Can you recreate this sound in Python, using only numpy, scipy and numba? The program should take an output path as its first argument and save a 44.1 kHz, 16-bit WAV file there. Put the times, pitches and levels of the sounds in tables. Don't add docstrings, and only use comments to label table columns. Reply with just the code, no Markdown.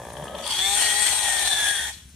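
import sys
import numpy as np
from scipy import signal
from scipy.fft import rfft, irfft
from scipy.io import wavfile
from scipy.ndimage import uniform_filter1d
from numba import njit

SR = 44100
rng = np.random.default_rng(int(sys.argv[2]) if len(sys.argv) > 2 else 0)


def wav_record(signal):
    frames = np.transpose(np.atleast_2d(signal))
    bounded = np.clip(frames, -1, 1)
    quanta = np.round(bounded * 32767).astype(np.int16)
    wavfile.write(sys.argv[1], SR, quanta)


N = 94815
T = np.arange(N) / SR

# (time [s], level [dB])
RUSH_LEVEL = [(0, -51.5), (.33, -52.5), (.44, -39), (.49, -31.5), (.6, -29), (.7, -27), (.79, -24.5),
              (1.1, -25.5), (1.35, -26.5), (1.7, -28.5), (1.83, -31.5), (1.895, -32.5), (1.92, -49),
              (2, -48.5), (2.07, -58), (2.15, -55)]
# (frequency [Hz], level [dB])
RUSH_COLOUR = [(120, -27), (300, -6), (450, -6.5), (620, -1.5), (1000, -2), (1280, -2), (1550, 3.5),
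               (2050, -1), (2400, 1.5), (2750, -1.5), (3600, -2.5), (4500, -18), (5050, -9), (5500, 0),
               (6300, -1), (7100, -2.5), (8000, -0.5), (9700, -11.5), (10200, -4.5), (10900, -6.5),
               (12500, -14), (13600, -10), (15300, -36)]
# (time [s], centre [Hz], level [dB])
THROAT_BAND = [(.4, 950, -62), (.47, 980, -41), (.58, 817, -41.5), (.7, 850, -46.5), (.8, 770, -41.5),
               (1.05, 787, -46), (1.17, 884, -35), (1.3, 804.7, -37), (1.55, 792, -39.5),
               (1.75, 818.7, -44), (1.905, 811, -43), (1.925, 818, -64)]
MOUTH_BAND = [(.4, 1960, -53.5), (.57, 1830, -57), (.61, 1750, -41.5), (.8, 1860, -40.5), (.89, 1865, -46),
              (1.01, 1865, -34.5), (1.1, 2020, -49), (1.18, 1835, -51), (1.33, 1873, -46),
              (1.51, 1724, -38.5), (1.6, 1794, -40), (1.71, 1795, -35), (1.78, 1825, -33.5),
              (1.85, 1790, -33), (1.9, 1803, -34.5), (1.912, 1790, -76), (2.05, 1803, -83)]
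JAW_BAND = [(.3, 3150, -58), (.43, 3270, -45), (.5, 3330, -31.5), (.59, 3390, -30), (.62, 3350, -33),
            (.7, 3610, -35), (.82, 3100, -35.5), (.9, 3280, -30), (1, 3430, -37.5), (1.07, 3300, -34.5),
            (1.42, 3520, -37.5), (1.53, 3540, -36.5), (1.7, 3470, -34.5), (1.87, 3470, -36),
            (1.92, 3410, -56), (2.05, 3280, -62)]
TEETH_BAND = [(.42, 8900, -53), (.48, 8640, -46.5), (.6, 8850, -45.5), (.68, 8300, -45), (.76, 8820, -33),
              (.85, 8530, -34), (.96, 8860, -36), (1.01, 8550, -27), (1.05, 8500, -34.5),
              (1.15, 8830, -32.5), (1.3, 8900, -37), (1.5, 8835, -38), (1.62, 9100, -40.5),
              (1.7, 9190, -36), (1.87, 9170, -43.5), (1.93, 8840, -73), (2.1, 9200, -66.5)]
CHEEK_BAND = [(.42, 4570, -50), (.5, 4580, -41), (.66, 3900, -56), (.8, 4250, -39.5), (.92, 4120, -38),
              (1.03, 4400, -38), (1.12, 4225, -42), (1.185, 3700, -37), (1.22, 4002, -33),
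              (1.3, 4130, -38.5), (1.5, 3900, -39.5), (1.8, 4277, -52.5), (1.95, 4224, -59)]
# (time [s], pitch [Hz], level [dB])
BUZZ = [(.46, 172, -39), (.52, 178.6, -40.5), (.6, 187.6, -33), (.645, 195.3, -30.5), (.745, 203.7, -29.5),
        (.79, 207.4, -34), (.86, 210.1, -35), (.95, 205.8, -32), (1.03, 209.1, -32), (1.15, 208.4, -47),
        (1.3, 198.9, -44.5), (1.55, 196.7, -43.5), (1.89, 205.9, -41), (1.93, 211.3, -99)]
# (time [s], jitter [share of pitch], pulsing part of the hiss [0-1])
BUZZ_GRAIN = [(.5, .014, .1), (.6, .008, .2), (.635, .003, .75), (.745, .003, .8), (.78, .01, .28),
              (1.05, .009, .24), (1.2, .02, .26)]
# (centre [Hz], width [Hz], level [dB])
BUZZ_MODES = [(373, 147, -4), (574, 120, -11.5), (806, 61, 9.5), (987, 39, -5.5), (1157, 120, -4),
              (1863, 94, 5), (2130, 39, 0.5), (3520, 660, -3), (4130, 310, 6.5), (5840, 1100, -15),
              (8400, 2700, 1)]
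# (time [s], flap rate [Hz], level [dB], chest resonance [Hz], mouth resonance [Hz])
GROWL = [(0, 58, -33.5, 117, 546), (.14, 59, -32.5, 136, 565), (.21, 79, -31.5, 154, 583),
         (.245, 57.5, -29, 167, 606), (.29, 84, -35, 196, 574), (.4, 88, -36, 201, 586),
         (.45, 91, -43, 215, 560), (.52, 81, -50, 209, 580)]
# (time [s], share of air [0-1])
GROWL_AIR = [(.14, .18), (.26, .3), (.35, .72)]
# (centre [Hz], width [Hz], level [dB])
GROWL_MODES = [(420, 140, -8.5), (515, 370, -10), (810, 486, 2), (1038, 350, 1), (1192, 77, -10.5),
               (1706, 135, -9.5), (3330, 180, -18.5), (9800, 1200, -26)]
# (time [s], pitch [Hz], level [dB])
SQUEAK = [(.2, 1310, -70), (.27, 1257, -49), (.39, 1292, -50), (.45, 1240, -48), (.5, 1196, -52)]
MOUTH_WHISTLE = [(.78, 1851, -36.5), (.88, 1894, -29.5), (.96, 1904, -34.5), (1.02, 1913, -32.5),
                 (1.1, 1963, -42), (1.18, 1902, -42), (1.26, 1873, -32), (1.34, 1845, -32),
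                 (1.43, 1795, -32), (1.51, 1740, -49), (1.58, 1700, -29.5), (1.65, 1670, -30),
                 (1.72, 1655, -28.5), (1.76, 1575, -39.5), (1.83, 1512, -41.5), (1.89, 1390, -55)]
TEETH_WHISTLE = [(.6, 7910, -41), (.67, 8100, -33.5), (.77, 8810, -35), (.9, 8530, -39), (1.03, 8380, -32),
                 (1.2, 8390, -38), (1.5, 8220, -38.5), (1.6, 8470, -58)]
# (time [s], pitch [Hz], level [dB])
SQUEAL_THEN_WHISTLE = [(.47, 3200, -44), (.53, 3260, -39), (.595, 3370, -33), (.62, 3490, -24.5),
                       (.68, 3560, -32.5), (.75, 3700, -39), (.8, 3740, -65), (1.42, 3500, -43),
                       (1.52, 3520, -29.5), (1.6, 3480, -30), (1.7, 3330, -37), (1.85, 3230, -44),
                       (1.9, 3200, -69)]
# (time [s], peak level [dB], ring [Hz])
TICKS = [(0.103, -39.5, 3440), (.1336, -35, 9600), (.168, -33, 3250), (0.226, -39, 3150),
         (0.2422, -32, 8850), (.28, -32.5, 3060), (0.35, -32, 3220), (0.3835, -35, 9700),
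         (.386, -29.5, 3580), (0.4413, -27.5, 3150), (.4649, -24, 8900), (0.466, -22.5, 3360),
         (0.4763, -17.5, 9300)]
# (time [s], level [dB])
CRACKLE_LEVEL = [(0, -61), (.12, -60.5), (.25, -59), (.32, -63.5), (.39, -56), (.47, -65), (.55, -70),
                 (.7, -63)]
# (frequency [Hz], decay [s], level [dB])
THROB_MODES = [(69.4, 0.057, 9), (121.5, 0.025, 1), (179, 0.0078, -4), (220, 0.0014, -8)]
# (frequency [Hz], level [dB])
AIR_COLOUR = [(25, -25), (60, 13.5), (130, 2.5), (240, -3), (330, -10), (700, -28), (1400, -38),
              (4000, -12.5), (10000, -28), (15000, -24)]

FLUTTER_DB, FLUTTER_HZ, RASP_DB, RASP_HZ = 1.67, 45, 1.4, 333
CATCH_AT_S, CATCH_HALF_S, CATCH_DB = .42, .0035, -7
SMEAR_S, RUSH_SPLIT_HZ = .0045, 2330
CHEST_DB, PUFF_DB, PUFF_DECAY_CYCLES = -6.5, 4.5, .79
TICK_DECAY_CYCLES, CRACKLE_PER_S, CRACKLE_SCATTER_DB = 9.6, 310, 2
THROB_HZ, THROB_FIRST_S, THROB_DB, AIR_DB = 11.56, .065, -51, -52.5
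TAIL_DECAY_S, TAIL_DB, TOP_HZ = .046, -3, 15200


def undb(db):
    return 10 ** (np.asarray(db) / 20)


def unit(x):
    return x / np.sqrt(np.mean(x ** 2))


def curves(table):
    rows = np.array(table, float)
    return [np.interp(T, rows[:, 0], col) for col in rows.T[1:]]


def during(table):
    return (T >= table[0][0]) & (T <= table[-1][0])


def wobble(hz):
    drift = np.interp(T * hz, np.arange(N // 10), rng.standard_normal(N // 10))
    return unit(uniform_filter1d(drift, max(int(SR / hz), 2) // 2))


@njit
def bandpass(x, hz, width_hz):
    y, band_state, low_state = np.empty(len(x)), 0., 0.
    for i in range(len(x)):
        g, damping = np.tan(np.pi * hz[i] / SR), width_hz / hz[i]
        band = (band_state + g * (x[i] + 1e-18 - low_state)) / (1 + g * (g + damping))
        band_state, low_state = 2 * band - band_state, low_state + 2 * g * band
        y[i] = damping * band
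    return y


def ring(x, hz, width_hz):
    hz = hz + np.zeros(N)
    return unit(bandpass(bandpass(x, hz, float(width_hz)), hz, 9.2 * width_hz))


def colour(x, points):
    hz, db = np.array(points, float).T
    f = np.maximum(np.fft.rfftfreq(N, 1 / SR), 1)
    return unit(irfft(rfft(x) * undb(np.interp(np.log(f), np.log(hz), db)), N))


def place(mid, side=0, *, pan_db, spread=0):
    signs = np.array([[1], [-1]])
    return (mid + spread * signs * side) * undb(signs * pan_db / 2)


def pulses(hz, jitter, scatter_db):
    turns = np.cumsum(hz * (1 + jitter * wobble(80))) / SR
    cycle = np.arange(int(turns[-1]) + 1)
    at = np.interp(cycle, turns, np.arange(N))
    size = undb(scatter_db * rng.standard_normal(N // 100))[cycle]
    taps = at.astype(int)[:, None] + np.arange(-4, 5)
    train = np.zeros(N)
    np.add.at(train, np.clip(taps, 0, N - 1), size[:, None] * np.sinc(taps - at[:, None]))
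    return train, turns % 1


def hiss():
    jitter, pulsing = curves(BUZZ_GRAIN)
    flaps = unit(pulses(curves(BUZZ)[0], jitter, scatter_db=.8)[0])
    soft_flaps = smear(flaps, SMEAR_S)
    force = undb(FLUTTER_DB * wobble(FLUTTER_HZ) + RASP_DB * wobble(RASP_HZ))
    turbulence = np.sqrt(1 - pulsing) * force * rng.standard_normal((2, N))
    stream = turbulence + np.sqrt(pulsing) * np.array([smear(flaps, 2 * SMEAR_S), soft_flaps])
    catch = undb(CATCH_DB * np.exp(-((T - CATCH_AT_S) / CATCH_HALF_S) ** 2))
    return catch * (rush(stream, pulsing) + buzz(soft_flaps)
                    + resonance(THROAT_BAND, stream, width_hz=110, waver_db=.7, pan_db=.5, spread=.15)
                    + resonance(MOUTH_BAND, stream, width_hz=100, waver_db=1.8, pan_db=-2.5, spread=.27)
                    + resonance(JAW_BAND, stream, width_hz=300, waver_db=1, pan_db=4, spread=.2)
                    + resonance(CHEEK_BAND, stream, width_hz=430, waver_db=4.5, pan_db=5, spread=1)
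                    + resonance(TEETH_BAND, stream, width_hz=1040, waver_db=1, pan_db=15, spread=.52))


def rush(stream, pulsing):
    air = undb(curves(RUSH_LEVEL)[0]) * colour(stream, RUSH_COLOUR)
    low = signal.sosfiltfilt(signal.butter(2, RUSH_SPLIT_HZ, fs=SR, output="sos"), air)
    treble = air - low
    ducked_low = low * np.sqrt(1 - pulsing)
    return undb(-3) * (place(*treble, pan_db=4, spread=.92) + place(*ducked_low, pan_db=.5, spread=.28))


def resonance(table, stream, width_hz, waver_db, pan_db, spread):
    hz, db = curves(table)
    hz = hz * (1 + .009 * wobble(45))
    mid, side = [ring(x, hz, width_hz) for x in stream]
    level = during(table) * undb(db + waver_db * wobble(44.85))
    return level * place(mid, side, pan_db=pan_db, spread=spread)


def buzz(flaps):
    voice = sum(place(undb(db) * ring(flaps, hz, width), pan_db=1.4 * hz / 1000)
                for hz, width, db in BUZZ_MODES)
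    return during(BUZZ) * undb(curves(BUZZ)[1]) * unit(voice)


def smear(x, top_delay_s):
    f = np.fft.rfftfreq(N, 1 / SR)
    delay = top_delay_s * np.sqrt(2 * f / SR)
    return irfft(rfft(x) * np.exp(-2j * np.pi * np.cumsum(delay) * SR / N), N)


def growl():
    flap_hz, db, chest_hz, mouth_hz = curves(GROWL)
    air = curves(GROWL_AIR)[0]
    flaps, phase = pulses(flap_hz, jitter=.008, scatter_db=1.2)
    puff_shape = np.exp(-phase * (1 - air) / PUFF_DECAY_CYCLES)
    puffs = undb(PUFF_DB) * np.sqrt(air) * unit(puff_shape * rng.standard_normal((2, N)))

    def body(x):
        throat = sum((-1) ** (k + 1) * undb(mode_db) * ring(x, hz, width)
                     for k, (hz, width, mode_db) in enumerate(GROWL_MODES))
        mouth = undb(4.5) * np.sqrt(air) * ring(x, mouth_hz, width_hz=73)
        chest = undb(CHEST_DB) * ring(x, chest_hz, width_hz=35)
        return unit(chest + mouth + throat)
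    drive = np.sqrt(1 - air) * unit(flaps) + puffs[0]
    return during(GROWL) * undb(db) * place(body(drive), body(puffs[1]), pan_db=1.4, spread=.23)


def thin_tone(table, wander, waver_db, pan_db):
    hz, db = curves(table)
    hz = hz * (1 + wander * wobble(220))
    tone = np.sqrt(2) * np.sin(2 * np.pi * np.cumsum(hz) / SR)
    level = during(table) * undb(db + waver_db * wobble(90.4))
    return place(level * tone, pan_db=pan_db)


def squeals_and_whistles():
    return (thin_tone(SQUEAK, wander=.012, waver_db=3, pan_db=1.5)
            + thin_tone(MOUTH_WHISTLE, wander=.0117, waver_db=-.5, pan_db=4.5)
            + thin_tone(SQUEAL_THEN_WHISTLE, wander=.0079, waver_db=-.5, pan_db=6)
            + thin_tone(TEETH_WHISTLE, wander=.011, waver_db=3, pan_db=11.5))


def ticks():
    track = np.zeros(N)
    for start, db, hz in TICKS:
        envelope = (T >= start) * np.exp(-np.abs(T - start) * hz / TICK_DECAY_CYCLES)
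        tick = ring(envelope * rng.standard_normal(N), hz, width_hz=.11 * hz)
        track += undb(db) * tick / np.abs(tick).max()
    return place(track, pan_db=10.5)


def crackle():
    pops = rng.random(N) < CRACKLE_PER_S / SR
    sizes = undb(CRACKLE_SCATTER_DB * np.minimum(rng.exponential(size=N), 3))
    level = during(CRACKLE_LEVEL) * undb(curves(CRACKLE_LEVEL)[0])
    return place(level * ring(pops * sizes, hz=9300, width_hz=2400), pan_db=17)


def scatter(sound):
    t = T[:SR // 2]
    tail = rng.standard_normal((2, len(t))) * np.exp(-t / TAIL_DECAY_S)
    tail = signal.sosfilt(signal.butter(2, 2000, "high", fs=SR, output="sos"), tail)
    tail /= np.sqrt(np.sum(tail ** 2, axis=1, keepdims=True))
    return undb(TAIL_DB) * signal.fftconvolve(sound, tail, axes=1)[:, :N]


def throb():
    beats = np.zeros(N + SR)
    at = ((THROB_FIRST_S + np.arange(-5, 30) / THROB_HZ + 1) * SR).astype(int)
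    sizes = undb(.44 * rng.standard_normal(len(at)))
    inside = at < len(beats)
    beats[at[inside]] = sizes[inside]
    t = T[:SR // 2]
    thump = sum(-undb(db) * np.exp(-t / decay) * np.sin(2 * np.pi * hz * t)
                for hz, decay, db in THROB_MODES)
    thumps = unit(signal.fftconvolve(np.diff(beats, prepend=0), thump)[SR:SR + N])
    muffled = signal.sosfilt(signal.butter(4, 270, fs=SR, output="sos"), thumps)
    return place(undb(THROB_DB) * muffled, pan_db=2)


def outdoor_air():
    mid, side = undb(AIR_DB) * colour(rng.standard_normal((2, N)), AIR_COLOUR)
    return place(mid, side, pan_db=.5, spread=.15)


def scene():
    lizard = growl() + hiss() + squeals_and_whistles() + ticks() + crackle()
    return lizard + scatter(lizard) + throb() + outdoor_air()


def record(dry):
    return signal.sosfilt(signal.ellip(8, .2, 70, TOP_HZ, fs=SR, output="sos"), dry)


dry = scene()
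out = record(dry)
wav_record(out)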